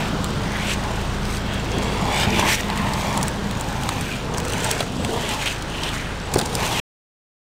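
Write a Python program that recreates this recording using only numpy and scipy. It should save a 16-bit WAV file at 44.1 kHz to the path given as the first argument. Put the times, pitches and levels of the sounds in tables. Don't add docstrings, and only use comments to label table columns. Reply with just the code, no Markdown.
import sys
import numpy as np
from scipy import signal
from scipy.fft import rfft, irfft, next_fast_len
from scipy.io import wavfile
from scipy.ndimage import uniform_filter1d

SR = 44100
rng = np.random.default_rng(int(sys.argv[2]) if len(sys.argv) > 2 else 0)


def generate_wav(signal):
    frames = np.transpose(np.atleast_2d(signal))
    scaled = np.clip(frames, -1, 1) * 32767
    pcm = np.round(scaled).astype(np.int16)
    wavfile.write(sys.argv[1], SR, pcm)


def gain_from_decibels(decibels):
    exponent = np.asarray(decibels, float) / 20
    return 10 ** exponent


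N = 330309
CUT_S = 6.801


def read(points, hz):
    f, value = np.transpose(points)
    return np.interp(np.log(hz + 1), np.log(f + 1), value)


def columns(rows):
    s, *rest = np.transpose(rows)
    return [np.interp(np.arange(N) / SR, s, column) for column in rest]


def evened(x):
    return x / np.sqrt(np.mean(x ** 2) + 1e-20)


def add(mix, s, sound):
    part = mix[round(s * SR):][:len(sound)]
    part += sound[:len(part)]


def resonate(x, hz, width):
    turn = np.exp(2j * np.pi * np.cumsum(hz * np.ones(len(x))) / SR)
    r = np.exp(-np.pi * width / SR)
    smoothed = signal.lfilter([(1 - r) ** 2], [1, -2 * r, r * r], x / turn)
    return 2 * (turn * smoothed).real


def colour(x, points):
    size = next_fast_len(len(x))
    gain = gain_from_decibels(read(points, np.fft.rfftfreq(size, 1 / SR)))
    return evened(irfft(rfft(x, size) * gain, size)[:len(x)])


def wander(per_s):
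    span = max(round(SR / per_s), 1)
    return evened(uniform_filter1d(uniform_filter1d(rng.standard_normal(N), span), span))


def asphalt(bumps_per_s, spread_db, bump_ms, smooth):
    is_stone = rng.random(N) < bumps_per_s / SR
    stones = gain_from_decibels(spread_db * np.minimum(rng.exponential(1, N), 4)) * is_stone
    decay = np.exp(-1000 / (bump_ms * SR))
    puffs = signal.lfilter([1], [1, -decay], uniform_filter1d(stones, size=30))
    return evened((smooth + evened(puffs)) * rng.standard_normal(N))


# time in seconds, level in dB.
ROAR_LEVEL = [(0, -26.5), (1, -29), (2.2, -28.5), (3.4, -29.5), (4.2, -31), (5, -31), (5.7, -30.5),
              (6.2, -32.5), (6.8, -26.5)]
# frequency in Hz, relative density in dB per Hz.
ROAR_SPECTRUM = [(12, -31), (25, -13.5), (40, -9.5), (60, -5.5), (129, -1.5), (207, -2.5), (289, -5.5),
                 (614, -9), (906, -10), (1400, -13.5), (2400, -30), (3080, -19), (5000, -25), (8170, -35),
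                 (11100, -56), (15500, -46.5)]


def roar():
    level_db, = columns(ROAR_LEVEL)
    return gain_from_decibels(level_db) * colour(rng.standard_normal(N), ROAR_SPECTRUM)


# time in seconds, mean firing rate in Hz, level in dB.
IDLING = [(0, 28.58, -35.5), (.8, 28.35, -34), (1.5, 27.8, -34.5), (2.5, 27.81, -36.5), (3.7, 27.35, -38.5),
          (4.1, 26.66, -39.5), (5, 26.54, -42), (6, 26.17, -38), (6.8, 26.94, -41)]
# multiple of the firing rate, mean dB against the engine level.
FIRING_ORDERS = [(1, 0), (2, 2), (3, -4), (4, -2.5), (5, -4.5), (6, -16)]


def engine():
    firing_hz, level_db = columns(IDLING)
    turns = np.cumsum(firing_hz * (1 + 0.005 * wander(3.13))) / SR
    orders = np.zeros(N)
    for multiple, db in FIRING_ORDERS:
        tone = np.sin(2 * np.pi * (multiple * turns + rng.random()))
        orders += gain_from_decibels(db + 1.3 * wander(2.5)) * tone
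    return np.sqrt(2) * gain_from_decibels(level_db) * orders


# time in seconds, mean level in dB.
HUM_LEVEL = [(0, -35.5), (1.6, -33), (1.69, -40), (1.78, -30), (2.15, -40), (2.3, -24.5), (2.53, -38.5),
             (2.79, -27.5), (3.06, -38), (3.47, -29.5), (3.7, -58.5)]


def hum():
    level_db, = columns(HUM_LEVEL)
    level = gain_from_decibels(level_db + 1.2 * wander(5.4))
    hz = 201.6 * (1 + 0.0048 * wander(6.7))
    return np.sqrt(2) * level * np.sin(2 * np.pi * np.cumsum(hz) / SR)


# time in seconds, peak in dB, pitch in Hz, time to fall 60 dB in seconds.
BLOWS = [(2.392, -9, 890, 0.0098), (2.699, -19, 795, 0.023), (3.172, -15, 870, 0.025),
         (3.211, -17, 796, 0.021), (3.8895, -10.5, 1140, 0.0062), (4.381, -18.5, 1020, 0.014),
         (4.765, -14, 380, 0.0085), (4.805, -12, 667, 0.012), (5.047, -24, 850, 0.016),
         (5.091, -15.5, 390, 0.021), (6.342, -18, 1100, 0.014), (6.3588, -2.5, 437, 0.016),
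         (6.381, -15.5, 487, 0.03), (6.39, -12.5, 3710, 0.011), (6.419, -25.5, 330, 0.033),
         (6.366, -21.5, 620, .03), (6.372, -18.5, 302, 0.034), (6.42, -23, 1600, .01),
         (6.398, -17, 710, .02), (6.39, -19.5, 1580, 0.011), (6.41, -17, 830, 0.019)]


def knocks():
    out, t = np.zeros(N), np.arange(2600) / SR
    for s, db, hz, t60 in BLOWS:
        overtone = 0.43 * np.sin(2 * np.pi * 1.6 * hz * t) * np.exp(-t * 250)
        ring = np.sin(2 * np.pi * hz * t) + overtone
        snap = evened(resonate(rng.standard_normal(2600), 1600, 1400)) * np.exp(-t * 500)
        onset = 1 - np.exp(-t * hz * 1.8)
        blow = (ring * gain_from_decibels(-60 * t / t60) + 0.18 * snap) * onset
        add(out, s + 0.0013, gain_from_decibels(db) * blow / abs(blow).max())
    return out


# start in seconds, peak of the crack in dB,
# clack in dB against the crack, clack frequency in Hz, time for the burst to fall 20 dB in ms.
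GRAINS = [(0.2432, -11.5, -11, 3920, 3), (.305, -23, -10, 4000, 2), (.519, -26, -8, 6350, 3),
          (1.2531, -22, 0.5, 4320, 3.4), (1.5359, -24.5, -7, 3100, 3.2), (1.717, -31, 10, 6160, 3.6),
          (1.784, -19.5, -9, 5730, 3.9), (1.826, -24, -4, 5000, 3.4), (1.834, -22, -8, 5000, 2),
          (1.844, -28, 2, 4220, 3.3), (2.305, -23, 2, 5500, 3), (2.394, -13, -5, 3320, 7.3),
          (2.548, -20, -12, 5600, 3), (2.608, -18, -8, 6200, 3), (2.6327, -28, 13, 2890, 2.7),
          (2.701, -19, 6, 2900, 1.5), (2.775, -12.5, -8, 2670, 1.7), (2.9344, -19, -2, 4540, 6.1),
          (3.006, -31, 8, 4870, 2.7), (3.128, -24, 0, 6160, 2.7), (3.1757, -11.5, -9, 3660, 2.1),
          (3.212, -20, 0, 3660, 3), (3.229, -10, -8, 4570, 3.3), (3.234, -18, -13, 6290, 3.3),
          (3.282, -4.5, -24, 6350, 0.5), (3.3144, -31.0, -2, 5040, 3), (3.511, -18.5, -1.5, 2970, 2.8),
          (3.6107, -11, -21, 6360, 1.4), (3.8342, -16, -5, 3360, 3.1), (3.89, -11.5, -2, 3600, 3.8),
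          (4.01, -13.5, -26, 4340, 3.6), (4.339, -25, 1, 6070, 3.1), (4.345, -24, 3, 2970, 4),
          (4.3737, -24, 1.0, 6120, 4), (4.3815, -9.5, -10, 6000, 3), (4.4004, -18, -4, 2840, 3.9),
          (4.4492, -21, -5, 2240, 8.5), (4.482, -17, -12, 4130, 4.5), (4.497, -21, -5, 4180, 4),
          (4.502, -18, -10, 4180, 3), (4.5225, -15.5, -10, 3230, 2.8), (4.534, -15.5, -2, 3080, 4.5),
          (4.581, -18, -10.0, 2240, 3), (4.643, -11.5, -16, 4350, 7.6), (4.7065, -21, -10, 5000, 3),
          (4.7128, -3, -27, 6070, 2.6), (4.8046, -16, 2, 3830, 6.1), (4.809, -22, 2, 2500, 4),
          (4.828, -27, 9, 2240, 3.2), (5.0476, -14, 0, 3090, 3.2), (5.2906, -14.5, -13, 2930, 3.6),
          (5.311, -24, -6, 6000, 3.5), (5.345, -22, -8, 6000, 3), (5.459, -18, -13, 6500, 3),
          (5.478, -29, -4, 4630, 3), (5.623, -21.5, -3, 3830, 4.7), (5.782, -36, 4, 3400, 2),
          (5.834, -19.5, 6.5, 3620, 3.6), (5.89, -21, -4.0, 3320, 4.5), (6.2007, -33, 6, 5380, 3),
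          (6.2571, -30, -3.0, 2330, 3), (6.338, -11, -8, 5510, 4.3), (6.342, -7.5, -12, 2250, 3.1),
          (6.356, -17, -2, 4740, 3.8), (6.372, -17.5, -10, 5170, 3.8), (6.383, -16, -6, 4650, 3.8),
          (6.387, -10, -12, 4500, 6.5), (6.398, -17, -4, 4570, 4.8), (6.412, -17.5, 1.5, 3750, 7.3),
          (6.456, -17, -16, 5400, 3.3), (6.4595, -13.5, -13, 4610, 3), (6.552, -6, -13, 4470, 3.7),
          (6.6033, -25, 9, 4070, 3.6), (6.6643, -14, -7, 6270, 3.3)]
# frequency in Hz, relative density in dB per Hz.
CRACK_SPECTRUM = [(2500, -2), (5000, -1), (7500, 8), (9500, 4), (12000, -10), (16000, -4)]


def small_grains():
    per_s, base_db, spread_db, length_ms = 3.2, -31, 3, 2.5
    clack_hz, clack_spread = 3780, .35
    rows = []
    for when, size, dull, pitch in rng.random((round(per_s * CUT_S), 4)):
        db = base_db - spread_db * np.log(size + .01)
        hz = clack_hz * (1 + clack_spread * (2 * pitch - 1))
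        rows.append((CUT_S * when, db, -12 * dull, hz, length_ms))
    return rows


def grit():
    out, t = np.zeros(N), np.arange(1200) / SR
    lead_s, snap = .003, 1.2
    since = np.maximum(t - lead_s, 0)
    first = round((lead_s + .0005) * SR)
    for s, db, clack_db, hz, ms in GRAINS + small_grains():
        envelope = np.exp(-2300 * since / ms) * np.minimum(since * 4000 / ms, 1)
        burst = rng.standard_normal(1200) * envelope
        burst[first] += snap * np.sign(burst[first])
        crack = colour(burst, CRACK_SPECTRUM)
        clack = resonate(burst, hz, 2100)
        both = crack / abs(crack).max() + gain_from_decibels(clack_db) * clack / abs(clack).max()
        add(out, s - lead_s, gain_from_decibels(db) * both)
    return out


# time in seconds, rasp level in dB, sand hiss level in dB,
# top of the hiss in dB against it.
STRAIGHT_SLIP = [(0, -33, -40, -11), (.12, -44, -45.5, -15), (1, -40.5, -43.5, -17),
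                 (1.45, -45.5, -50.5, -13), (1.9, -36.5, -41.5, -19), (2.7, -38.5, -45, -11),
                 (3.1, -35, -38, -14), (3.35, -44.5, -46, -17), (3.8, -40.5, -42.5, -13),
                 (4.05, -36.5, -40.5, -12), (4.3, -46.5, -47.5, -20.5), (4.55, -36.5, -39.5, -17),
                 (4.82, -42.5, -37.5, -23), (4.9, -42.5, -46, -21), (5.2, -44.5, -38, -15),
                 (5.6, -45.5, -48.5, -19), (5.85, -38, -42, -18), (6.3, -43.5, -48.5, -27),
                 (6.52, -42.5, -39, -16), (6.62, -41, -35, -13), (6.8, -30.5, -32.5, -13.5)]
# peak time in seconds, build-up in seconds,
# time to fall 7 dB in ms, rasp in dB, rasp from Hz, rasp to Hz, sand hiss in dB.
SIDE_SLIDES = [(.57, 0.11, 34.5, -33.5, 1150, 1853, -54), (.62, .09, 34.5, -35, 1705, 2250, -46),
               (.665, 0.08, 29.5, -31.5, 2300, 3020, -46), (.708, 0.038, 18, -26, 2600, 2750, -38),
               (.742, 0.1, 5, -35.5, 2600, 2474, -31.5), (1.361, 0.17, 25.5, -38, 1990, 2070, -38.5),
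               (1.56, 0.2, 58.5, -37.5, 2390, 2920, -56), (1.73, 0.029, 39.5, -37.5, 3010, 2890, -55),
               (2.19, 0.15, 23.5, -27.5, 2300, 2270, -35), (2.23, 0.079, 18.5, -23.5, 2900, 3060, -32),
               (2.41, 0.14, 31.5, -26, 2327, 2750, -34), (2.5, 0.073, 25, -24, 1703, 2386, -29),
               (2.534, 0.048, 21, -24.5, 2103, 2244, -33), (2.549, .12, 11.5, -41, 2600, 2800, -26.5),
               (2.605, 0.045, 6, -29, 2230, 2110, -37.5), (4.15, 0.089, 27.5, -35, 2516, 2720, -53),
               (4.6, 0.13, 21, -38.5, 2710, 2980, -52), (4.73, 0.2, 26.5, -32, 3000, 2710, -34.5),
               (4.81, 0.047, 21.5, -34, 2000, 1800, -45), (5.24, 0.25, 42, -35, 3224, 3017, -45),
               (5.34, 0.14, 27, -29, 2980, 3056, -37), (5.43, 0.08, 27, -30.5, 3090, 2770, -34.5),
               (5.473, 0.025, 21.5, -23, 2890, 3110, -44), (5.515, 0.1, 34.5, -32.5, 3025, 2600, -36),
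               (5.78, 0.11, 43.5, -35.5, 2916, 3250, -63), (5.84, 0.017, 26.5, -28.5, 3290, 3300, -43),
               (5.89, 0.078, 16.5, -33, 3320, 3130, -47.5), (5.955, 0.047, 46, -34, 1545, 1505, -37),
               (6.66, 0.12, 51.5, -31.5, 2310, 2600, -39), (6.79, 0.11, 23, -29, 2890, 3215, -38.5)]


def slip():
    t = np.arange(N) / SR
    creep_db, hiss_db, air_db = columns(STRAIGHT_SLIP)
    rasp, hiss = gain_from_decibels(creep_db) ** 2, gain_from_decibels(hiss_db) ** 2
    weighted_hz = rasp * 2600
    for s, build_s, fall_ms, rasp_db, from_hz, to_hz, slide_hiss_db in SIDE_SLIDES:
        before = np.maximum(s - t, 0) / build_s
        fall_db = 7000 / fall_ms * np.maximum(t - s, 0)
        shape = gain_from_decibels(-16.5 * before ** 2 - fall_db) ** 2
        slide = gain_from_decibels(rasp_db) ** 2 * shape
        rasp = rasp + slide
        weighted_hz = weighted_hz + slide * (to_hz + (from_hz - to_hz) * np.minimum(before, 1))
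        hiss = hiss + gain_from_decibels(slide_hiss_db) ** 2 * shape
    dust_db, crush_s, dust_s = -30.5, 0.0097, 0.0057
    near = t[:4000] - .03
    puff = np.exp(np.minimum(near / crush_s, -near / dust_s))
    for s, db, *_ in GRAINS:
        add(hiss, s + near[0], gain_from_decibels(db + dust_db) ** 2 * puff)
    return 10 * np.log10(rasp), weighted_hz / rasp, 10 * np.log10(hiss), air_db


# frequency in Hz, relative density in dB per Hz.
SAND_SPECTRUM = [(2500, -26), (3800, -5), (5000, -8), (6200, -9), (9000, -11.5), (10800, -18),
                 (13000, -30.5)]
# frequency in Hz, relative density in dB per Hz.
TOP_SPECTRUM = [(8000, -25), (10500, -7), (13500, 9.5), (16000, -6)]
# mean frequency in Hz, width in Hz, mean level in dB against the hiss.
BEARING_MODES = [(5900, 1000, -15), (6700, 800, -14), (7600, 900, -15), (8600, 1200, -17)]


def sand(hiss_db, air_db):
    grains = asphalt(bumps_per_s=130, spread_db=2.5, bump_ms=1.1, smooth=2.25)
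    rung = np.zeros(N)
    for hz, width, db in BEARING_MODES:
        mode = evened(resonate(grains, hz * (1 + .03 * wander(14)), width))
        rung += gain_from_decibels(db + 3.5 * wander(14)) * mode
    top = gain_from_decibels(air_db) * colour(grains, TOP_SPECTRUM)
    return gain_from_decibels(hiss_db) * (colour(grains, SAND_SPECTRUM) + rung + top)


# frequency in Hz, gain in dB.
TYRE_FILTER = [(1000, 3.5), (3500, 2.5), (4300, -7.5), (5200, -11), (8000, 1)]
# frequency in Hz before the pitch ratio, width in Hz, relative level in dB.
AXLE_MODES = [(2330, 380, 0), (2800, 500, -5), (3350, 380, 0), (3900, 430, -8.5), (4550, 300, -5)]
# time in seconds, level in dB against the rasp, pitch ratio.
SINGING = [(0, -15, 1.1), (.5, -27, 1), (.8, -28, 0.92), (1.5, -5.5, 0.96), (2.08, 1, 0.99),
           (2.19, 2, 1.02), (2.25, -3.5, 1.09), (2.6, -13.5, 0.87), (2.95, -8, 0.94), (3.12, 6, 1.01),
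           (3.3, -25, 0.78), (4.4, -6, 0.69), (4.6, -2, 0.9), (4.75, -7, 0.97), (5.1, -16, 0.95),
           (6, -8, 0.88), (6.55, -11, 0.97), (6.65, -7.5, 1.25), (6.8, -3.5, 0.81)]


def skidding(skid_db, hz):
    friction = asphalt(bumps_per_s=290, spread_db=3.0, bump_ms=2.4, smooth=3.0)
    broad = colour(resonate(friction, 1.26 * hz, 3600), TYRE_FILTER)
    rasp = evened(resonate(friction, hz * (1 + 0.048 * wander(30)), 1230))
    sing_db, ratio = columns(SINGING)
    modes = np.zeros(N)
    for mode_hz, width, db in AXLE_MODES:
        load_db = 2.5 * wander(2.5)
        far_db = 3.5 * abs(np.log2(mode_hz / hz))
        drifting_hz = mode_hz * ratio * (1 + .015 * wander(3.1))
        modes += gain_from_decibels(db + load_db - far_db) * evened(resonate(friction, drifting_hz, width))
    sing = gain_from_decibels(sing_db)
    blend = .7 * broad + .72 * rasp + sing * evened(modes)
    return gain_from_decibels(skid_db) * blend / np.sqrt(1 + sing ** 2)


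# time in seconds, level of the deck ring in dB,
# level of the wheel rumble in dB, level of the low thrum in dB.
ROLLING_LEVELS = [(0, -26, -36, -25), (.2, -58, -36.5, -27.5), (.45, -36, -34, -30.5),
                  (.75, -38.5, -50, -56), (.9, -32, -33, -30.5), (1.45, -46, -37, -35.5),
                  (1.62, -40, -34, -28), (1.75, -38, -25, -33), (1.9, -30.5, -25.5, -27),
                  (2.15, -23.5, -24, -22), (2.33, -30.5, -25, -27.5), (2.47, -22.5, -25, -27.5),
                  (2.6, -43.5, -47, -38.5), (2.72, -26.5, -31.5, -25), (3.2, -25.5, -33, -27),
                  (3.4, -40.5, -32, -31), (3.7, -30.5, -37, -29), (3.96, -33, -32, -27),
                  (4.12, -51, -43, -32.5), (4.4, -38.5, -25, -26.5), (4.68, -26.5, -28, -25),
                  (4.8, -35, -26, -29), (4.95, -66, -35, -28), (5.06, -37.5, -26, -25),
                  (5.2, -32, -25.5, -36), (5.37, -29.5, -35, -34), (5.65, -45.5, -55, -46),
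                  (5.86, -30.5, -33.5, -36), (6.03, -49, -46, -36.5), (6.3, -33, -30, -35),
                  (6.34, -35, -29, -26), (6.42, -35.5, -27, -25.5), (6.47, -39.5, -29.5, -31),
                  (6.63, -26, -26, -24.5), (6.8, -31.5, -32, -42)]
# time in seconds, level in dB.
GROWL_LEVEL = [(0.0, -30), (0.15, -35.5), (1.65, -37.5), (2.12, -36), (2.25, -26.5), (2.29, -40),
               (2.5, -25), (2.65, -52), (2.69, -32), (3.56, -39), (3.88, -36.5), (4.3, -42), (4.66, -31.5),
               (4.83, -35), (4.87, -48), (5.26, -35), (5.79, -41), (5.95, -31.5), (5.98, -39.5),
               (6.3, -39.5), (6.36, -45), (6.5, -45), (6.63, -36), (6.8, -39)]
# mean frequency in Hz, width in Hz, relative level in dB.
WHEEL_MODES = [(253.4, 117, 3), (336.6, 93, -4), (417.5, 280, 9), (632, 370, -0.5)]
# ratio to the ring's centre, width in Hz, relative level in dB.
DECK_MODES = [(0.8, 341, 5), (1.06, 279, 8.5), (1.24, 220, -4)]


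def rolling():
    jolt = np.zeros(N)
    for s, db, *_ in BLOWS:
        add(jolt, s, gain_from_decibels(db - 29) * np.exp(-np.arange(8000) / SR / 0.01))
    bumpy_db, bumpy_per_s = 1.1, 16
    ring_level, rumble_level, thrum_level = (
        gain_from_decibels(level_db + bumpy_db * wander(bumpy_per_s)) + jolt for level_db in columns(ROLLING_LEVELS))
    growl_db, = columns(GROWL_LEVEL)
    growl_level = gain_from_decibels(growl_db + bumpy_db * wander(bumpy_per_s)) + gain_from_decibels(0.5) * jolt

    road = asphalt(bumps_per_s=120, spread_db=1.0, bump_ms=4.0, smooth=3.0)
    road = colour(road, [(30, -27.0), (75, -6.0), (5000, -6.5)])
    thrum = evened(resonate(road, 166.2, 200))
    growl = evened(resonate(road, 1450 * (1 + 0.12 * wander(8.9)), 730))
    wheel, deck = np.zeros(N), np.zeros(N)
    for hz, width, db in WHEEL_MODES:
        wheel += gain_from_decibels(db) * evened(resonate(road, hz * (1 + .04 * wander(3)), width))
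    ring_hz = 792 * (1 + .035 * wander(8.2))
    for ratio, width, db in DECK_MODES:
        deck += gain_from_decibels(db) * evened(resonate(road, ratio * ring_hz, width))
    return thrum_level * thrum + growl_level * growl + rumble_level * evened(wheel) + ring_level * evened(deck)


def scattered(sharp):
    wall = rng.standard_normal(1500) * np.exp(-np.arange(1500) / 250)
    wall[:60] = 0
    return gain_from_decibels(-12.5) * signal.oaconvolve(sharp, wall / np.linalg.norm(wall))[:N]


def scene():
    background = roar() + engine() + hum()
    sharp = knocks() + grit()
    skid_db, skid_hz, hiss_db, air_db = slip()
    wheels = sand(hiss_db, air_db) + skidding(skid_db, skid_hz) + rolling()
    return (background + sharp + scattered(sharp) + wheels)[None]


def roll_off(x):
    return signal.sosfilt(signal.butter(12, 16500, fs=SR, output="sos"), x)


def record(dry):
    cut = np.clip((CUT_S - np.arange(N) / SR) * 400, 0, 1)
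    edge = signal.firwin(301, 15750, window=("kaiser", 7), fs=SR)[None]
    mix = signal.oaconvolve(dry * cut, edge, "same")
    return roll_off(mix)


dry = scene()
out = record(dry)
generate_wav(out)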